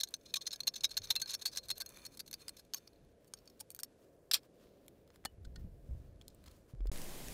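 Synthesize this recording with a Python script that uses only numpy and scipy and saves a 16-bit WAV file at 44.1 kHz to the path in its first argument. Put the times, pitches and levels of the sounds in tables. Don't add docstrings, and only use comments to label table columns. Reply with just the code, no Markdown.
import sys
import numpy as np
from scipy import signal
from scipy.fft import rfft, irfft, next_fast_len
from scipy.io import wavfile
from scipy.ndimage import uniform_filter1d

SR = 44100
rng = np.random.default_rng(int(sys.argv[2]) if len(sys.argv) > 2 else 0)


def how_loud(loudness_db):
    steps = np.asarray(loudness_db, float) / 20
    return 10 ** steps


def persist_wave(psi):
    counts = np.round(np.clip(psi, -1, 1) * 32767).astype(np.int16)
    wavfile.write(sys.argv[1], SR, np.atleast_2d(counts).T)


N = 323253
TIME = np.arange(N) / SR
FIRST_SHOT_END_S, STOVE_START_S = 6.9, 6.9165

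BAND_EDGES_HZ = (650, 3550, 7500, 17000)
# [f/Hz, level per Hz/dB]
FIELD_TONE = [(18, -37), (30, -11.5), (316, -6), (360, -6), (550, -6), (862, -23), (1010, -27.5),
              (1180, -39), (1630, -28.5), (2060, -38), (16700, -51)]
# [f/Hz, level/dB]
FAR_HUM = [(425, -85), (570, -83), (680, -83.5)]
# [f/Hz, level per Hz/dB]
RUSTLE_SPECTRUM = [(500, -30), (1000, 6), (2000, 1), (4000, -1.5), (7000, -4.5), (12000, -6), (15500, -5),
                   (16700, -29.5)]
# [centre t/s, peak level/dB, fade per 10 dB/s]
SLEEVE_SWISHES = [(.12, -70.5, -0.2), (3.47, -75.5, 0.18), (4.02, -80, 0.1), (4.45, -72.5, -0.26),
                  (4.63, -71.5, 0.06), (4.8, -77.5, 0.35), (5.15, -72.5, -0.11), (5.6, -75.5, 0),
                  (5.95, -81.5, 0.23), (6.44, -78, 0.17), (6.53, -71.5, 0.1), (6.7, -70, 0.02)]
# [centre t/s, peak level/dB, fade per 10 dB/s]
WIND_GUSTS = [(.1, -77, 0.9), (.62, -67, -0.3), (1.06, -63.5, 0.22), (1.68, -69, 0.33), (2.1, -72.5, 0.6),
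              (3.06, -68, 0.1), (3.4, -69.5, 0.05), (4.66, -68.5, 0), (5.3, -65, 0.3), (5.46, -49.5, 0.12),
              (5.63, -46, 0.11), (5.93, -48.5, 0.08), (6.08, -58, 0.3), (6.22, -69, 1.5), (6.48, -58, .07),
              (4.95, -72, 0)]
# [t/s, level/dB, build-up/ms, fall/ms, blade f/Hz]
BLADE_BITES = [(.006, -37, 4.7, 3.8, 4150), (0.0114, -30.5, 1.2, 1.1, 4070), (.035, -29.5, 1.26, 6, 4050),
               (0.1404, -32, 0.34, 5, 4230), (0.3421, -26.5, 2.5, 2.4, 4100), (0.36, -35, 4.8, 7.8, 4110),
               (0.3686, -31.5, 1.6, 4.5, 4090), (0.4759, -33, 9.4, 3.2, 4210),
               (0.536, -38, 11.6, 9.2, 4020), (0.6053, -33.5, 1.1, 3.5, 4100), (0.676, -27.5, 6, 2.3, 4230),
               (.679, -25, 1.1, 2.4, 4045), (.687, -38.5, 2.6, 2.2, 4300), (0.8378, -33, 2.2, 3, 4220),
               (0.844, -24, 0.95, 1.7, 3800), (0.8513, -29, 3.4, 4.7, 3990), (0.9701, -31, 1.3, 4.4, 4140),
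               (0.9764, -29, 3, 4.7, 4250), (1.1067, -24.5, 3.8, 9.9, 4030), (1.156, -33, 1.6, 1.8, 3960),
               (1.163, -29.5, 1.4, 2.3, 4240), (1.2194, -31, 4, 6, 4210), (1.3356, -41, 0.65, 2, 3830),
               (1.3502, -34, 9, 2.2, 4340), (1.458, -30, 3.6, 8.8, 4350), (1.4768, -42, 1.3, 12, 4440),
               (1.5738, -32.5, 2.9, 5.3, 4450), (1.583, -38, 1.9, 5.6, 4180), (1.704, -32, 2.5, 4.3, 4060),
               (1.7132, -34.5, 3.1, 4.6, 4180), (1.8038, -39, 1.5, 7.6, 4300), (1.812, -37.5, 3.6, 3, 4440),
               (1.82, -38.5, 5.9, 1.7, 4330), (2.052, -46.5, .5, 9.7, 4330), (2.0648, -44.5, 3, 3.3, 4340),
               (2.205, -41.5, 11.5, 3.7, 4540), (2.341, -39.5, 3.3, 2.4, 4530),
               (2.483, -39.5, 1.6, 1.7, 4770)]
# [t/s, level/dB, build-up/ms]
BLADE_SCRAPES = [(0.075, -52, 3.1), (.2625, -52.5, 6.4), (0.3052, -58, 29), (0.4164, -44.5, 7.2),
                 (0.429, -56, 6), (0.4573, -51, 1.3), (0.741, -44, 3), (0.763, -39, 6), (0.781, -53, 7.3),
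                 (0.8945, -52.5, 3.7), (0.9155, -42.5, 8.8), (1.0445, -44, 11.4), (1.093, -55.5, 5.4),
                 (1.201, -42.5, 3.5), (1.281, -47, 7.1), (1.2983, -39, 7), (1.315, -42, 3.4),
                 (1.3964, -54.5, 5.5), (1.4225, -42, 8.9), (1.536, -50, 21), (1.561, -42.5, 3.3),
                 (1.6383, -55.5, 7.9), (1.657, -55.5, 11), (1.779, -53, 24), (1.967, -58, 5.5),
                 (1.988, -60, 6.2), (2.0184, -61, 3), (2.265, -60, 4.6), (2.1417, -62.5, 25),
                 (2.279, -51, 3.7), (2.4204, -58, 31), (2.569, -55, 2.4), (2.5973, -55, 15)]
# [t/s, level/dB, treble/dB]
HOOK_TICKS = [(0.0878, -55.5, 0), (0.423, -48, -9), (0.509, -44.5, -21), (0.5167, -42, -17),
              (0.531, -40, -4.5), (0.5605, -48, -6), (0.6346, -44, -13), (0.8089, -43, -12),
              (0.943, -53, -32), (0.987, -43, -22), (1.0193, -47.5, -22), (1.0547, -49, -6),
              (1.0733, -50, -19), (1.2595, -42, -20), (1.289, -53, -6), (1.3071, -40.5, -3),
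              (1.324, -44, -26), (1.3315, -48, -22), (1.3407, -34.5, -5), (1.468, -38.5, -1),
              (1.5514, -48, -11), (1.686, -48.5, 1), (1.6927, -40, -10), (1.862, -48, 0.5),
              (1.892, -58.5, 8), (1.9015, -61, 0), (2.1736, -54, 4), (2.3128, -50.5, 3.5),
              (2.3306, -42.5, -5), (2.4933, -46, 3.5), (.108, -73, 12), (.166, -67, 1), (0.212, -67, -12),
              (1.781, -50.5, 6.5), (1.945, -62, 0), (2.15, -62, 2), (2.651, -72, 2), (2.933, -68.5, -6.5),
              (2.96, -72, -13)]
# [f/Hz, level/dB, t60/s]
RIM_MODES = [(910, -12.5, 0.014), (1161, -12.5, 0.031), (1653, -1, 0.025), (2170, 10.5, 0.0037),
             (2626, 1.5, 0.013), (3690, -6.5, 0.021), (3970, -6, 0.014), (4230, 0, 0.013), (4230, 2, 0.02),
             (4400, -3.5, 0.029), (5000, -2, 0.014), (5406, -5, 0.031), (5990, -1.5, 0.014),
             (6320, -5, 0.022), (6540, -5, 0.01), (8580, -8, 0.0063), (10300, -11, 0.0034),
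             (11460, -10, 0.0043), (13350, -6, 0.007)]
# [t/s, f/Hz, level/dB, t60/s]
RING_ON = [(0.0146, 4340, -44.5, 0.068), (.0355, 5000, -46, .04), (0.1395, 1620, -58, 0.07),
           (0.3686, 1120, -49.5, 0.07), (0.5378, 1670, -58, 0.11), (.8444, 2240, -38.5, .04),
           (.845, 3740, -28.5, .035), (.8515, 3820, -29, .04), (0.343, 2450, -34, .02),
           (0.6794, 4027, -26, .025), (1.1073, 930, -43.5, 0.054), (1.107, 5300, -34, 0.04),
           (1.165, 4130, -29, 0.057), (1.163, 2674, -45, 0.073), (1.219, 1560, -49, 0.1),
           (1.219, 4340, -31.5, 0.063), (1.467, 4435, -37.5, 0.082), (1.5734, 4230, -43.5, 0.096),
           (1.713, 4210, -38.5, 0.071), (1.7137, 5319, -48, 0.055), (1.819, 1580, -47, .05),
           (1.863, 4230, -49, 0.065), (2.7478, 1100, -55, .06), (3.3371, 4500, -45, .022),
           (3.3371, 6470, -42, .035), (3.6105, 860, -54.5, 0.042), (4.3436, 2519, -39, 0.042),
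           (4.341, 9250, -39.5, 0.036), (4.341, 4440, -31.5, .025), (4.3445, 5390, -35.5, .025),
           (3.7911, 1520, -44, .012), (3.834, 5450, -39.5, .03), (0.3407, 8250, -39, 0.023),
           (0.011, 10300, -46, .02), (0.033, 5750, -40, .025), (.034, 8500, -35.5, .03),
           (.034, 10300, -42, .02), (0.1397, 6180, -36.5, .045), (0.1393, 8550, -47, .04),
           (5.258, 6900, -56, .05), (5.251, 9000, -38.5, .02)]
# [t/s, level/dB]
ARM_EFFORT = [(0, -84), (.5, -67), (.75, -70), (1.3, -57), (1.42, -65), (1.88, -69.5), (1.96, -63),
              (2.15, -63), (2.23, -84), (2.38, -64), (2.55, -68), (2.63, -85.5), (2.8, -72.5),
              (2.95, -79.5), (3.1, -96)]
# [t/s, level/dB, f/Hz, t60/s]
MOUNT_THUMPS = [
    (.995, -55, 100, 0.44),
    (3.025, -55, 140, .1),
    (6.736, -37, 124, 0.061),
    (6.805, -41.5, 294, 0.019),
    (6.856, -36.5, 413, 0.012),
    (5.47, -36.5, 45, .1),
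    (5.646, -42.5, 170, 0.099),
    (5.668, -39.5, 74, 0.12),
    (5.91, -32, 62.8, 0.13),
    (5.951, -35, 70.5, .09),
]
# [t/s, level/dB, build-up/ms, fall/ms, treble/dB]
LID_PRYING = [(2.7377, -34, 1.2, 0.2, -8), (2.7464, -34, 3.8, 1.3, -3), (2.7842, -52.5, 26, 0.88, -4.5),
              (2.8778, -51.5, 3.9, 1.45, -11), (3.247, -72.5, 1, 0.97, 2), (3.28, -72.5, 8, 12, 6),
              (3.3755, -63, 6.2, 20, -7), (3.4772, -53, 1.6, 0.7, -9), (3.501, -61, 2.6, 5, -4),
              (3.389, -61.5, 2.8, 2.6, -5), (3.458, -70, 1.1, 1.5, 2), (3.595, -64, .7, 5, -1),
              (3.6043, -61, 3.9, 2.3, -14.5), (3.6103, -48.5, 9, 3.5, 6.5), (3.7045, -54, 0.18, 1.3, 11),
              (3.716, -68, 4.4, 13, 13), (3.7485, -56.5, .2, 1.8, 14), (3.757, -73, 4, 6, 4),
              (3.764, -60, 0.37, 1.5, 8), (3.7911, -48, 0.6, 3.2, 3.5), (3.7988, -51, .5, 5.5, 4),
              (3.805, -58, 0.23, 2.2, 11), (3.8345, -39.5, 1.4, 3.2, 4.5), (3.8465, -59, 4, 4.3, 6.5)]
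# [f/Hz, level/dB, t60/s]
LOOSE_LID_MODES = [(1260, -10, 0.011), (1656, 22, 0.0028), (2446, 8, 0.018), (3020, 17, 0.0036),
                   (4540, -5, 0.023), (4930, -9.5, 0.0086), (5450, -0.5, 0.011), (6400, -6, 0.013),
                   (9460, -12.5, 0.011), (10940, -26, 0.0046), (14050, 0, 0.003)]
# [t/s, f/Hz, level/dB, t60/s]
BENT_LID_RINGS = [(3.3374, 8900, -35.5, .014), (3.3374, 5450, -43, .012), (6.2133, 3370, -48.5, 0.011),
                  (3.3374, 1470, -46.5, 0.0094), (5.253, 205, -42.5, 0.028), (5.2535, 810, -35, 0.017),
                  (5.2575, 1800, -43, 0.04), (5.256, 4400, -38.5, 0.018), (5.2587, 2960, -50.5, 0.087),
                  (5.4504, 1515, -55, 0.025), (5.451, 3420, -57, 0.02), (5.5602, 4400, -51, 0.035),
                  (5.561, 1460, -55, 0.033), (5.5617, 1840, -62, 0.095)]
# [t/s, level/dB, length/ms, treble/dB, body/dB]
FINGER_TOUCHES = [(3.3385, -44, 0.51, -8, -15), (4.433, -67, 1.8, -3, -2), (4.8822, -55.5, 0.62, 4.5, -5.5),
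                  (5.0775, -69.5, 1.8, -1, -3), (5.104, -62, 0.48, -15, 0), (5.16, -63.5, 2, -0.5, -0.5),
                  (4.671, -74.5, 0.91, -12.5, 5), (4.8646, -75, 1.05, 5.5, -6), (5.2425, -70, 1.8, -12, 8),
                  (5.2518, -43.5, 0.96, 2, 0), (5.2547, -42, 0.73, -9, -1), (5.2575, -38, 1.2, -3, -4),
                  (5.4517, -60.5, 4.8, -10, -12), (5.561, -54, 2.9, -11, -9),
                  (6.2143, -58.5, 1.2, -11, -11), (6.221, -65, 0.54, -4, -9), (6.2816, -49, .2, 1, -24),
                  (6.3026, -67.5, 5.8, -11, -18), (6.348, -80, 0.98, 20, -13),
                  (6.4412, -63.5, 1.5, -1.5, -2.5), (6.463, -60.5, 3.9, -4, -6),
                  (6.478, -63.5, 4.2, -2, 0.5), (6.4828, -56, 0.86, -12, -9), (6.515, -64.5, 3, -1, -9),
                  (6.807, -66.5, 1, -23, 3.5), (6.86, -74, 2.4, 3, 9.5), (6.8718, -53, 1.05, -6, -11)]
# [f/Hz, level/dB, t60/s]
SOFT_MODES = [(1400, 0, .006), (2300, 0, .006), (3600, -2, .005), (4350, -1, .008), (5200, -2, .006),
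              (8500, -4, .003), (12000, -5, .002)]
# [t/s, level/dB, build-up/ms, fall/ms, treble/dB, body/dB]
OPENER_LANDING = [
    (4.3128, -30.5, 0.34, 2.8, -5.5, -9.5),
    (4.3148, -30, 1.6, 5.2, -8.5, -10),
    (4.3305, -46, 1.5, 4, 1, -4.5),
    (4.3361, -25.5, 1.4, 2, -2, -18),
    (4.3395, -29.5, 1, 2.2, -3, -9.5),
    (4.3425, -22, 1.5, 4.7, -6.5, -13.5),
    (4.3505, -34, 1.8, 4.3, -4, -7),
    (4.3565, -40.5, 1.6, 5, -4, -4.5),
    (4.364, -47.5, 1.8, 11, -3, -3.5),
]
# [f/Hz, level/dB, t60/s]
TOOL_MODES = [(1100, -17.5, 0.0035), (1820, -9, 0.0099), (2640, 4, .008), (3320, 2.5, 0.0086),
              (4250, 2.5, 0.0056), (4785, 2.5, .007), (5300, -1, 0.0098), (7400, -5, 0.0054),
              (9000, -6.5, 0.004), (12350, -5.5, 0.0025), (14700, -5, 0.0018)]
# [t/s, level/dB]
MOUNT_WOBBLE = [
    (6.75, -53),
    (6.79, -42.5),
    (6.82, -30.5),
    (6.86, -35),
    (6.9, -26),
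]
# [f/Hz, level per Hz/dB]
STOVE_TONE = [(24, -39), (40, 11), (53, -5), (201, 1), (234, -2.5), (626, -7), (1400, -18.5), (1590, -16),
              (11100, -18), (12300, -20), (15400, -20), (16700, -30)]
# [t/s, level/dB, lowest f/Hz, highest f/Hz]
SIMMER_POPS = [
    (6.9185, -41, 2000, 7500),
    (6.959, -42, 1500, 5500),
    (6.975, -43, 2000, 12000),
    (6.984, -46, 1500, 8000),
    (7.0175, -39, 3000, 15000),
    (7.043, -46, 8000, 14000),
    (7.093, -45, 2500, 9000),
    (7.2842, -38, 1500, 11000),
]


def band(x, lo_hz, hi_hz, order=2):
    return signal.sosfilt(signal.butter(order, [lo_hz, hi_hz], "band", fs=SR, output="sos"), x)


def unit(x):
    return x / np.sqrt(np.mean(x ** 2))


def curve(table, column):
    return np.interp(TIME, np.array(table)[:, 0], np.array(table)[:, column])


def walk(rate):
    k = int(SR / rate)
    held = np.repeat(rng.standard_normal(N // k + 1), k)
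    return 4 / 3 * uniform_filter1d(uniform_filter1d(held, k), k)[:N]


def coloured(tone, flicker_db):
    n = next_fast_len(N)
    hz = np.maximum(np.arange(n // 2 + 1) * SR / n, 1)
    tone_hz, tone_db = np.transpose(tone)
    spectrum = rfft(rng.standard_normal(n)) * how_loud(np.interp(np.log(hz), np.log(tone_hz), tone_db))
    octave = np.clip(np.log2(hz / 60), 0, 8)
    noise = np.zeros(N)
    for k in range(9):
        layer = irfft(spectrum * np.maximum(1 - np.abs(octave - k), 0), n)[:N]
        noise += layer * how_loud(flicker_db * walk(5.8))
    return unit(noise)


def swells(events, rest_db):
    t = TIME[::64]
    power = how_loud(2 * rest_db)
    for s, db, fade in events:
        power = power + how_loud(2 * db - 20 * (np.abs(t - s) / max(fade, .02)) ** 1.4)
    return np.interp(TIME, t, 10 * np.log10(power))


def ring(s, hz, db, t60):
    out, start = np.zeros(N), int(np.ceil(s * SR))
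    since = TIME[start:start + 12000] - s
    out[start:start + len(since)] = how_loud(db) * np.sin(2 * np.pi * hz * since) * np.exp(-np.log(1000) * since / t60)
    return out


def bursts(events, modes, crack_db, grit_db, vary_db, fall_share, body_db=-17, loosen_db=0, blade_hz=()):
    lead = 1152
    out = np.zeros(N + 8192)
    t = np.arange(2048) / SR
    ms = (np.arange(2560) - lead) * 1000 / SR
    hz, db, t60 = np.transpose(modes)[:, :, None]
    decay = np.exp(-np.log(1000) * t / t60)
    group = np.digitize(hz[:, 0], BAND_EDGES_HZ[1:3])
    blade = (hz > 3700) & (hz < 4600)
    for n, (s, mid_db, rise, fall, treble_db, *body) in enumerate(events):
        build_db = np.where(ms < -rise, -200, -10 * np.sqrt(np.clip(-ms / max(rise, .1), 0, 1)))
        shape_db = np.where(ms < 0, build_db, -10 * ms / max(fall * fall_share, .1))
        size_db = grit_db * np.repeat(rng.exponential(size=len(ms) // 8), 8)
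        slips = rng.standard_normal(len(ms)) * how_loud(size_db + shape_db)
        mode_level, mode_tuning = rng.standard_normal((2, len(group), 1))
        mode_hz = hz * (1 + .012 * mode_tuning)
        if n < len(blade_hz):
            mode_hz = np.where(blade, blade_hz[n] * (1 + .6 * (hz / 4200 - 1)), mode_hz)
        rings = how_loud(db + vary_db * mode_level) * decay * np.sin(2 * np.pi * mode_hz * t)
        low_db = body[0] if body else body_db + loosen_db * s + max(treble_db, 0) / 2
        sound = 0
        for k, level_db in enumerate((mid_db + low_db, mid_db, mid_db + treble_db)):
            part = signal.fftconvolve(slips, rings[group == k].sum(axis=0))
            part[:len(slips)] += how_loud(crack_db) * slips
            part = band(part, BAND_EDGES_HZ[k], BAND_EDGES_HZ[k + 1], order=3)
            peak_rms = np.sqrt(uniform_filter1d(part ** 2, size=70).max())
            sound = sound + part * how_loud(level_db) / peak_rms
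        start = int(s * SR) - lead - 20
        out[max(start, 0):start + len(sound)] += sound[max(-start, 0):]
    return out[:N]


def field():
    air = coloured(FIELD_TONE, flicker_db=1.54) * how_loud(-67)
    for hz, db in FAR_HUM:
        level = how_loud(db + 4 * np.clip(walk(2.5), -3, 1))
        drift_s = np.cumsum(.004 * walk(2)) / SR
        air += level * np.sin(2 * np.pi * hz * (TIME + drift_s))
    return air


def sleeves():
    grain_db = 1.2 * np.repeat(rng.exponential(size=N // 64 + 1), 64)[:N] + 0.8 * walk(31)
    rustle = unit(coloured(RUSTLE_SPECTRUM, flicker_db=1.5) * how_loud(grain_db))
    return rustle * how_loud(swells(SLEEVE_SWISHES, rest_db=-81.5))


def wind():
    calm_db = -83.5
    wind_db = swells(WIND_GUSTS, calm_db)
    buffet = band(rng.standard_normal(N), 24, 92)
    steady = buffet / np.sqrt(uniform_filter1d(buffet ** 2, size=2600))
    gust = steady * how_loud(wind_db + 1.5 * walk(3.3))
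    flutter_db = -83 + 0.45 * (wind_db - calm_db)
    flutter = unit(band(rng.standard_normal(N), 97, 200)) * how_loud(flutter_db + 2.0 * walk(25))
    return gust + flutter


def cutting():
    brighten = 4.5
    strokes = []
    for s, db, rise, fall, _ in BLADE_BITES:
        fresh_db = 5 * np.exp(-s / 0.23)
        strokes.append((s, db, rise, fall, -14 + brighten * s + fresh_db))
    for s, db, rise in BLADE_SCRAPES:
        strokes.append((s, db, rise, 7.5, -15 + brighten * s))
    for s, db, treble_db in HOOK_TICKS:
        strokes.append((s, db, 1.4, 2.6, treble_db))
    cut = bursts(strokes, RIM_MODES, crack_db=12, grit_db=1.5, vary_db=4, fall_share=0.69,
                 body_db=-21.0, loosen_db=3.5, blade_hz=np.array(BLADE_BITES)[:, -1])
    return cut + sum(ring(*row) for row in RING_ON)


def drag():
    t = TIME[::64]
    lift = np.max([np.exp(-((t - bite[0] - .034) / .012) ** 2 / 2) for bite in BLADE_BITES], axis=0)
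    grain_db = 2.8 * np.repeat(rng.exponential(size=N // 24 + 1), 24)[:N] + 1.6 * walk(31)
    rub = unit(coloured(RUSTLE_SPECTRUM, flicker_db=1.0) * how_loud(grain_db))
    rub = rub * how_loud(curve(ARM_EFFORT, 1) - 8 * np.interp(TIME, t, lift))
    strong = band(rub, 3500, 3700) + band(rub, 4100, 4500) + band(rub, 10500, 11000)
    weak = band(rub, 5900, 6700) + band(rub, 2250, 2550)
    return how_loud(-3.5) * rub + how_loud(3) * strong + weak


def handling():
    thumps = sum(ring(s, hz, db, t60) for s, db, hz, t60 in MOUNT_THUMPS)
    swing = np.cos(2 * np.pi * 42.5 * (TIME - 6.845))
    return thumps + how_loud(curve(MOUNT_WOBBLE, 1)) * (TIME > MOUNT_WOBBLE[0][0]) * swing


def prying():
    return bursts(LID_PRYING, LOOSE_LID_MODES, crack_db=12, grit_db=2.5, vary_db=4, fall_share=0.38, body_db=-14.5)


def fingers():
    contacts = [(s, db, ms, ms, treble_db, body_db) for s, db, ms, treble_db, body_db in FINGER_TOUCHES]
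    touches = bursts(contacts, SOFT_MODES, crack_db=23, grit_db=2.5, vary_db=2, fall_share=0.93)
    return touches + sum(ring(*row) for row in BENT_LID_RINGS)


def toss():
    landing = bursts(OPENER_LANDING, TOOL_MODES, crack_db=11.5, grit_db=1.9, vary_db=2, fall_share=0.92)
    return band(landing, 1000, 18000)


def stove():
    hiss = coloured(STOVE_TONE, flicker_db=0.6) * how_loud(-49.5)
    since = TIME - STOVE_START_S
    sway_fade = np.exp(-np.log(1000) * np.abs(since) / 1.46)
    sway = how_loud(-35) * np.cos(2 * np.pi * 11.6 * since) * sway_fade
    spit = rng.standard_normal(N)
    pops = np.zeros(N)
    for s, db, lo_hz, hi_hz in SIMMER_POPS:
        snap = (TIME > s) * np.exp(-np.abs(TIME - s) / .001)
        pops += how_loud(db) * snap * unit(band(spit, lo_hz, hi_hz))
    squeak_start, squeak_end = 7.232, 7.285
    pitch = np.interp(TIME, (squeak_start, squeak_end), (8500, 6000)) * (1 + .01 * walk(100))
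    squeak = how_loud(-60) * np.sin(2 * np.pi * np.cumsum(pitch) / SR)
    squeak = squeak * (TIME > squeak_start) * (TIME < squeak_end)
    return hiss + sway + pops + squeak


def shelter(x):
    t = np.arange(4096) / SR
    echo = unit(rng.standard_normal(len(t)) * np.exp(-np.log(1000) * t / 0.033) * (t > .002))
    return x + how_loud(-51.0) * signal.fftconvolve(x, echo)[:N]


def scene():
    can_work = shelter(cutting() + prying() + fingers() + toss())
    first = can_work + drag() + field() + sleeves() + wind() + handling()
    first = first * np.clip((FIRST_SHOT_END_S - TIME) / 0.0058, 0, 1)
    return (first + stove() * (TIME > STOVE_START_S))[None]


def low_pass(x):
    return signal.sosfilt(signal.butter(12, 16810, fs=SR, output="sos"), x)


def record(dry):
    mix = signal.sosfilt(signal.cheby2(10, 27, 16050, fs=SR, output="sos"), dry)
    air = signal.sosfiltfilt(signal.butter(10, 12900, "high", fs=SR, output="sos"), mix)
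    faint = uniform_filter1d(air ** 2, size=1024) < how_loud(2 * -91.5)
    mix = mix - air * uniform_filter1d(1. * faint, size=256)
    return low_pass(mix)


dry = scene()
out = record(dry)
persist_wave(out)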